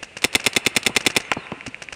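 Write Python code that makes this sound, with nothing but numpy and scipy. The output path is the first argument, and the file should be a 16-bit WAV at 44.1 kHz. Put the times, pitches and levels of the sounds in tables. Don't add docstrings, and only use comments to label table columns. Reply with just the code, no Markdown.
import sys
import numpy as np
from scipy import signal
from scipy.fft import rfft, irfft
from scipy.io import wavfile
from scipy.ndimage import uniform_filter1d

SR = 44100
rng = np.random.default_rng(int(sys.argv[2]) if len(sys.argv) > 2 else 0)


def master_out(mix):
    frames = np.transpose(np.atleast_2d(mix))
    ceiling = np.clip(frames, -1, 1)
    pcm = np.round(ceiling * 32767).astype(np.int16)
    wavfile.write(sys.argv[1], SR, pcm)


N = 85995
T = np.arange(8192) / SR


def amp(db):
    return 10 ** (np.asarray(db) / 20)


def along(points, hz):
    pitches, values = np.transpose(points)
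    return np.interp(np.log(hz + 1), np.log(pitches + 1), values)


def add(track, start_s, sound):
    i = max(0, round(start_s * SR))
    track[i:i + len(sound)] += sound[:max(0, len(track) - i)]


def fade(t, fade_s):
    return np.exp(-np.log(1000) * t / fade_s)


def noise(colour, size):
    gain = amp(along(colour, np.fft.rfftfreq(size, 1 / SR)))
    x = irfft(rfft(rng.standard_normal(size)) * gain, size)
    return x / x.std()


def burst(colour, rise_s, hold_s, fade_s, peaks=()):
    n, hz = len(T), np.fft.rfftfreq(len(T), 1 / SR)
    envelope = np.minimum(T / rise_s, 1) * fade(np.maximum(T - rise_s - hold_s, 0), fade_s)
    spectrum = rfft(envelope * rng.standard_normal(n))
    even = irfft(spectrum / (np.abs(spectrum) + 1e-12))
    drive = envelope * even / (uniform_filter1d(np.abs(even), size=48) + 1e-12)
    peaks_db = sum(lift / (1 + (2 * (hz - pitch) / width) ** 2) for pitch, width, lift in peaks)
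    cepstrum = irfft(np.log(amp(along(colour, hz) + peaks_db)))
    response = np.exp(rfft(2 * cepstrum * (np.arange(n) < n // 2)) - cepstrum[0])
    x = irfft(rfft(drive) * response)
    return x * np.linalg.norm(envelope) / np.linalg.norm(x)


def ring(tones, rise_s, scatter_db=.6, detune=.012):
    x = np.zeros(len(T))
    for hz, db, fade_s in tones:
        gain = amp(db + scatter_db * rng.normal())
        pitch_hz = hz * (1 + detune * rng.normal())
        x += gain * fade(T, fade_s) * np.sin(2 * np.pi * pitch_hz * T)
    return x * (1 - np.exp(-T / rise_s))


# pitch_hz, gain_db
FIELD_COLOUR = [(25, -5), (130, -3), (300, -7), (520, -3), (1000, -14), (1900, -9), (2700, -2), (3300, -16),
                (6000, -24), (9300, -24), (11000, -43), (15000, -54)]

def field(level_db=-46):
    return amp(level_db) * noise(FIELD_COLOUR, N)


# pitch_hz, gain_db
ECHO_COLOUR = [(50, -8), (170, -5), (350, -5), (600, -1), (950, 3), (1500, 4), (2200, -6), (2850, 0),
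               (3400, -12), (4300, -11), (6000, -16), (9300, -10), (11000, -24), (15000, -37)]
# pitch_hz, fade_s
ECHO_FADE = [(100, 1.0), (1000, 1.3), (2700, 1.6), (5000, 1.1), (12000, .9)]

def tree_echo(direct, gain_db=-12.5, rise_s=.09, stretches=20):
    out = np.zeros(N)
    for part in np.array_split(np.arange(N), stretches):
        hz, t, spectra = signal.stft(rng.standard_normal(SR), SR, nperseg=256)
        envelope = fade(t, along(ECHO_FADE, hz)[:, None]) * (1 - np.exp(-t / rise_s))
        colour = amp(along(ECHO_COLOUR, hz))[:, None]
        _, tail = signal.istft(spectra * envelope * colour, SR, nperseg=256)
        add(out, part[0] / SR, signal.fftconvolve(direct[part], tail) / np.sqrt(SR / 10))
    return amp(gain_db) * out


# start_s, length_s, level_db, from_hz, to_hz
WHIZZES = [(1.21, .09, -57, 6700, 6100), (1.36, .07, -50, 4350, 3950), (1.39, .1, -54, 3900, 3500)]

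def whizzes(width_hz=130):
    out = np.zeros(N)
    for start_s, length_s, db, from_hz, to_hz in WHIZZES:
        n = int(length_s * SR)
        flutter = noise([(1, 0), (width_hz, 0), (3 * width_hz, -20), (2000, -100)], len(T))[:n]
        whistle = np.sin(2 * np.pi * np.cumsum(np.linspace(from_hz, to_hz, n)) / SR)
        add(out, start_s, 2 * amp(db) * np.hanning(n) * flutter * whistle)
    return out


# start_s, level_db, pitch_hz
BUMPS = [(1.677, -21, 255), (1.676, -25, 115), (1.575, -31, 280), (1.925, -31, 75)]

def bumps(fade_s=.055):
    out = np.zeros(N)
    for start_s, db, hz in BUMPS:
        add(out, start_s, amp(db) * ring([(hz, 0, fade_s)], rise_s=.0015))
    return out


# start_s, level_db
SNAPS = [(1.2505, -28), (1.3305, -19), (1.4678, -27), (1.609, -24), (1.7445, -20), (1.8865, -22)]
# pitch_hz, gain_db
SNAP_COLOUR = [(100, -28), (1200, -23), (1900, -7), (2350, 0), (2800, -9), (3400, -29), (6000, -32),
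               (9000, -42), (14000, -64)]

def snaps():
    out = np.zeros(N)
    for start_s, db in SNAPS:
        add(out, start_s, amp(db) * burst(SNAP_COLOUR, rise_s=.0003, hold_s=.0007, fade_s=.005))
    return out


# start_s, level_db
OTHER_SHOTS = [(.0275, -25.5), (.1675, -25.5), (.398, -26), (1.0055, -25), (1.1008, -24), (1.2015, -27),
               (1.663, -26), (1.8197, -27), (1.9243, -27)]
# pitch_hz, gain_db
POP_COLOUR = [(50, -7), (130, -1), (250, -4), (550, -1), (1000, -7), (1600, -2), (2100, -3), (2750, 0),
              (3400, -15), (6000, -14), (9000, -18), (11000, -38), (15000, -50)]
HISS_COLOUR = [(100, -4), (600, -3), (1000, -6), (2600, 1), (3500, -10), (5700, -1), (7000, -8),
               (9000, -10), (11000, -29), (15000, -42)]
# pitch_hz, width_hz, lift_db
OTHER_BODY = [(1660, 170, 5), (2800, 200, 9)]

def other_markers():
    out = np.zeros(N)
    for start_s, db in OTHER_SHOTS:
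        pop = burst(POP_COLOUR, rise_s=.0004, hold_s=.002, fade_s=.028, peaks=OTHER_BODY)
        hiss = burst(HISS_COLOUR, rise_s=.0008, hold_s=.0015, fade_s=.016)
        bolt_return = burst(HISS_COLOUR, rise_s=.001, hold_s=.002, fade_s=.04)
        add(out, start_s, amp(db) * pop)
        add(out, start_s + .004, amp(db - 2.5) * hiss)
        add(out, start_s + .015, amp(db - 12) * bolt_return)
    return out


# start_s, level_db
SMACKS = [(1.3157, -8)]
# pitch_hz, level_db, fade_s
SKIN_TONES = [(420, -20, .04), (815, -10, .028), (1020, -12, .024), (1410, -11, .026)]
# start_s, thud_db, slap_db
THUDS = [(.894, -26, -39), (1.367, -22, -42), (1.5178, -23, -26)]
# pitch_hz, gain_db
SMACK_COLOUR = [(80, -22), (400, -9), (1000, -7), (1600, -8), (2500, 0), (3000, -5), (3600, -22),
                (6000, -26), (9000, -35), (14000, -54)]
THUD_COLOUR = [(40, -16), (120, -2), (210, 3), (450, -5), (1000, -7), (1400, -19), (3000, -32), (9000, -60),
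               (14000, -85)]

def bunker_hits():
    out = np.zeros(N)
    for start_s, db in SMACKS:
        smack = burst(SMACK_COLOUR, rise_s=.0002, hold_s=.0012, fade_s=.028)
        add(out, start_s, amp(db) * smack)
        add(out, start_s + .0025, ring(SKIN_TONES, rise_s=.0004))
        spray = burst(HISS_COLOUR, rise_s=.001, hold_s=.002, fade_s=.016)
        add(out, start_s + .0175, amp(db - 20) * spray)
    for start_s, thud_db, slap_db in THUDS:
        thud = burst(THUD_COLOUR, rise_s=.0005, hold_s=.002, fade_s=.085)
        slap = burst(SMACK_COLOUR, rise_s=.0002, hold_s=.001, fade_s=.014)
        add(out, start_s, amp(thud_db) * thud + amp(slap_db) * slap)
    return out


# start_s, level_db
CLICKS = [(.2198, -27), (.329, -29), (.4417, -25.5), (.532, -25), (.8308, -25)]
# pitch_hz, gain_db
CLICK_COLOUR = [(100, -15), (1000, -11), (2000, -7), (2650, 1), (3400, -7), (4200, -3), (6000, -10),
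                (9000, -13), (11000, -27), (15000, -36)]

def trigger():
    out = np.zeros(N)
    for start_s, db in CLICKS:
        add(out, start_s, amp(db) * burst(CLICK_COLOUR, rise_s=.0005, hold_s=.0006, fade_s=.026))
    return out


# start_s, level_db
SHOTS = [(.2412, 0), (.3502, 0), (.4631, 0), (.5634, -1), (.6632, -1), (.7640, -1), (.8637, -1),
         (.9635, -1), (1.0638, .5), (1.1641, 0)]
# delay_s, level_db, rise_s, hold_s, fade_s
SOLENOID = (-.014, -30, .001, .003, .036)
CLACK = (-.0004, -4.5, .0008, .0015, .0085)
BLAST = (.0049, -7.5, .0008, .0018, .01)
RATTLE = (.0115, -25, .001, .003, .034)
WASH = (.02, -42, .004, .006, .1)
# pitch_hz, gain_db
CLACK_COLOUR = [(60, -26), (130, -11), (350, -9), (750, -10), (1100, -14), (1700, -10), (2350, 0),
                (2900, -7), (3600, -6), (5000, -16), (9000, -16), (11000, -31), (15000, -38)]
BLAST_COLOUR = [(60, -24), (300, -8), (750, -9), (1100, -14), (1700, -11), (2100, 0), (2500, -5),
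                (3600, -4), (5000, -9), (9000, -9), (11000, -21), (15000, -24)]
RATTLE_COLOUR = [(60, -14), (200, -8), (520, 0), (1100, -3), (2100, -6), (2700, -2), (3300, -9), (4300, -6),
                 (6000, -12), (9300, -11), (11000, -28), (15000, -38)]
WASH_COLOUR = [(100, -12), (700, 0), (2500, -3), (4300, 0), (6000, -6), (9300, -2), (11000, -17),
               (15000, -25)]
# pitch_hz, width_hz, lift_db
BODY = [(2080, 130, 5), (2440, 120, 3), (2630, 120, 5), (2880, 120, 2), (3180, 200, -6), (3520, 180, 7),
        (4030, 200, 2), (4420, 90, 4), (4780, 400, -7), (5280, 260, 9), (6400, 300, -3), (6960, 200, 3),
        (9100, 400, 2)]
# pitch_hz, level_db, fade_s
THUMP_TONES = [(125, -16, .033), (275, -1.5, .018), (380, -.5, .016), (780, -16, .027)]

def close_marker(thump_delay_s=.0062):
    out = np.zeros(N)
    steps = [(SOLENOID, RATTLE_COLOUR), (CLACK, CLACK_COLOUR), (BLAST, BLAST_COLOUR),
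             (RATTLE, RATTLE_COLOUR), (WASH, WASH_COLOUR)]
    for start_s, shot_db in SHOTS:
        for (delay_s, step_db, rise_s, hold_s, fade_s), colour in steps:
            step = burst(colour, rise_s, hold_s, fade_s, peaks=BODY)
            add(out, start_s + delay_s, amp(shot_db + step_db) * step)
        add(out, start_s + thump_delay_s, amp(shot_db) * ring(THUMP_TONES, rise_s=.003))
    return out


def scene():
    direct = close_marker() + trigger() + other_markers() + snaps() + bunker_hits() + bumps()
    return (direct + tree_echo(direct) + whizzes() + field())[None]


def record(dry, ceiling=.53, hardness=6, low_cut_hz=55, high_cut_hz=15700):
    clipped = dry / (1 + np.abs(dry / ceiling) ** hardness) ** (1 / hardness)
    thinned = signal.sosfilt(signal.butter(1, low_cut_hz, "highpass", fs=SR, output="sos"), clipped)
    return signal.sosfiltfilt(signal.butter(14, high_cut_hz, fs=SR, output="sos"), thinned)


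dry = scene()
out = record(dry)
master_out(out)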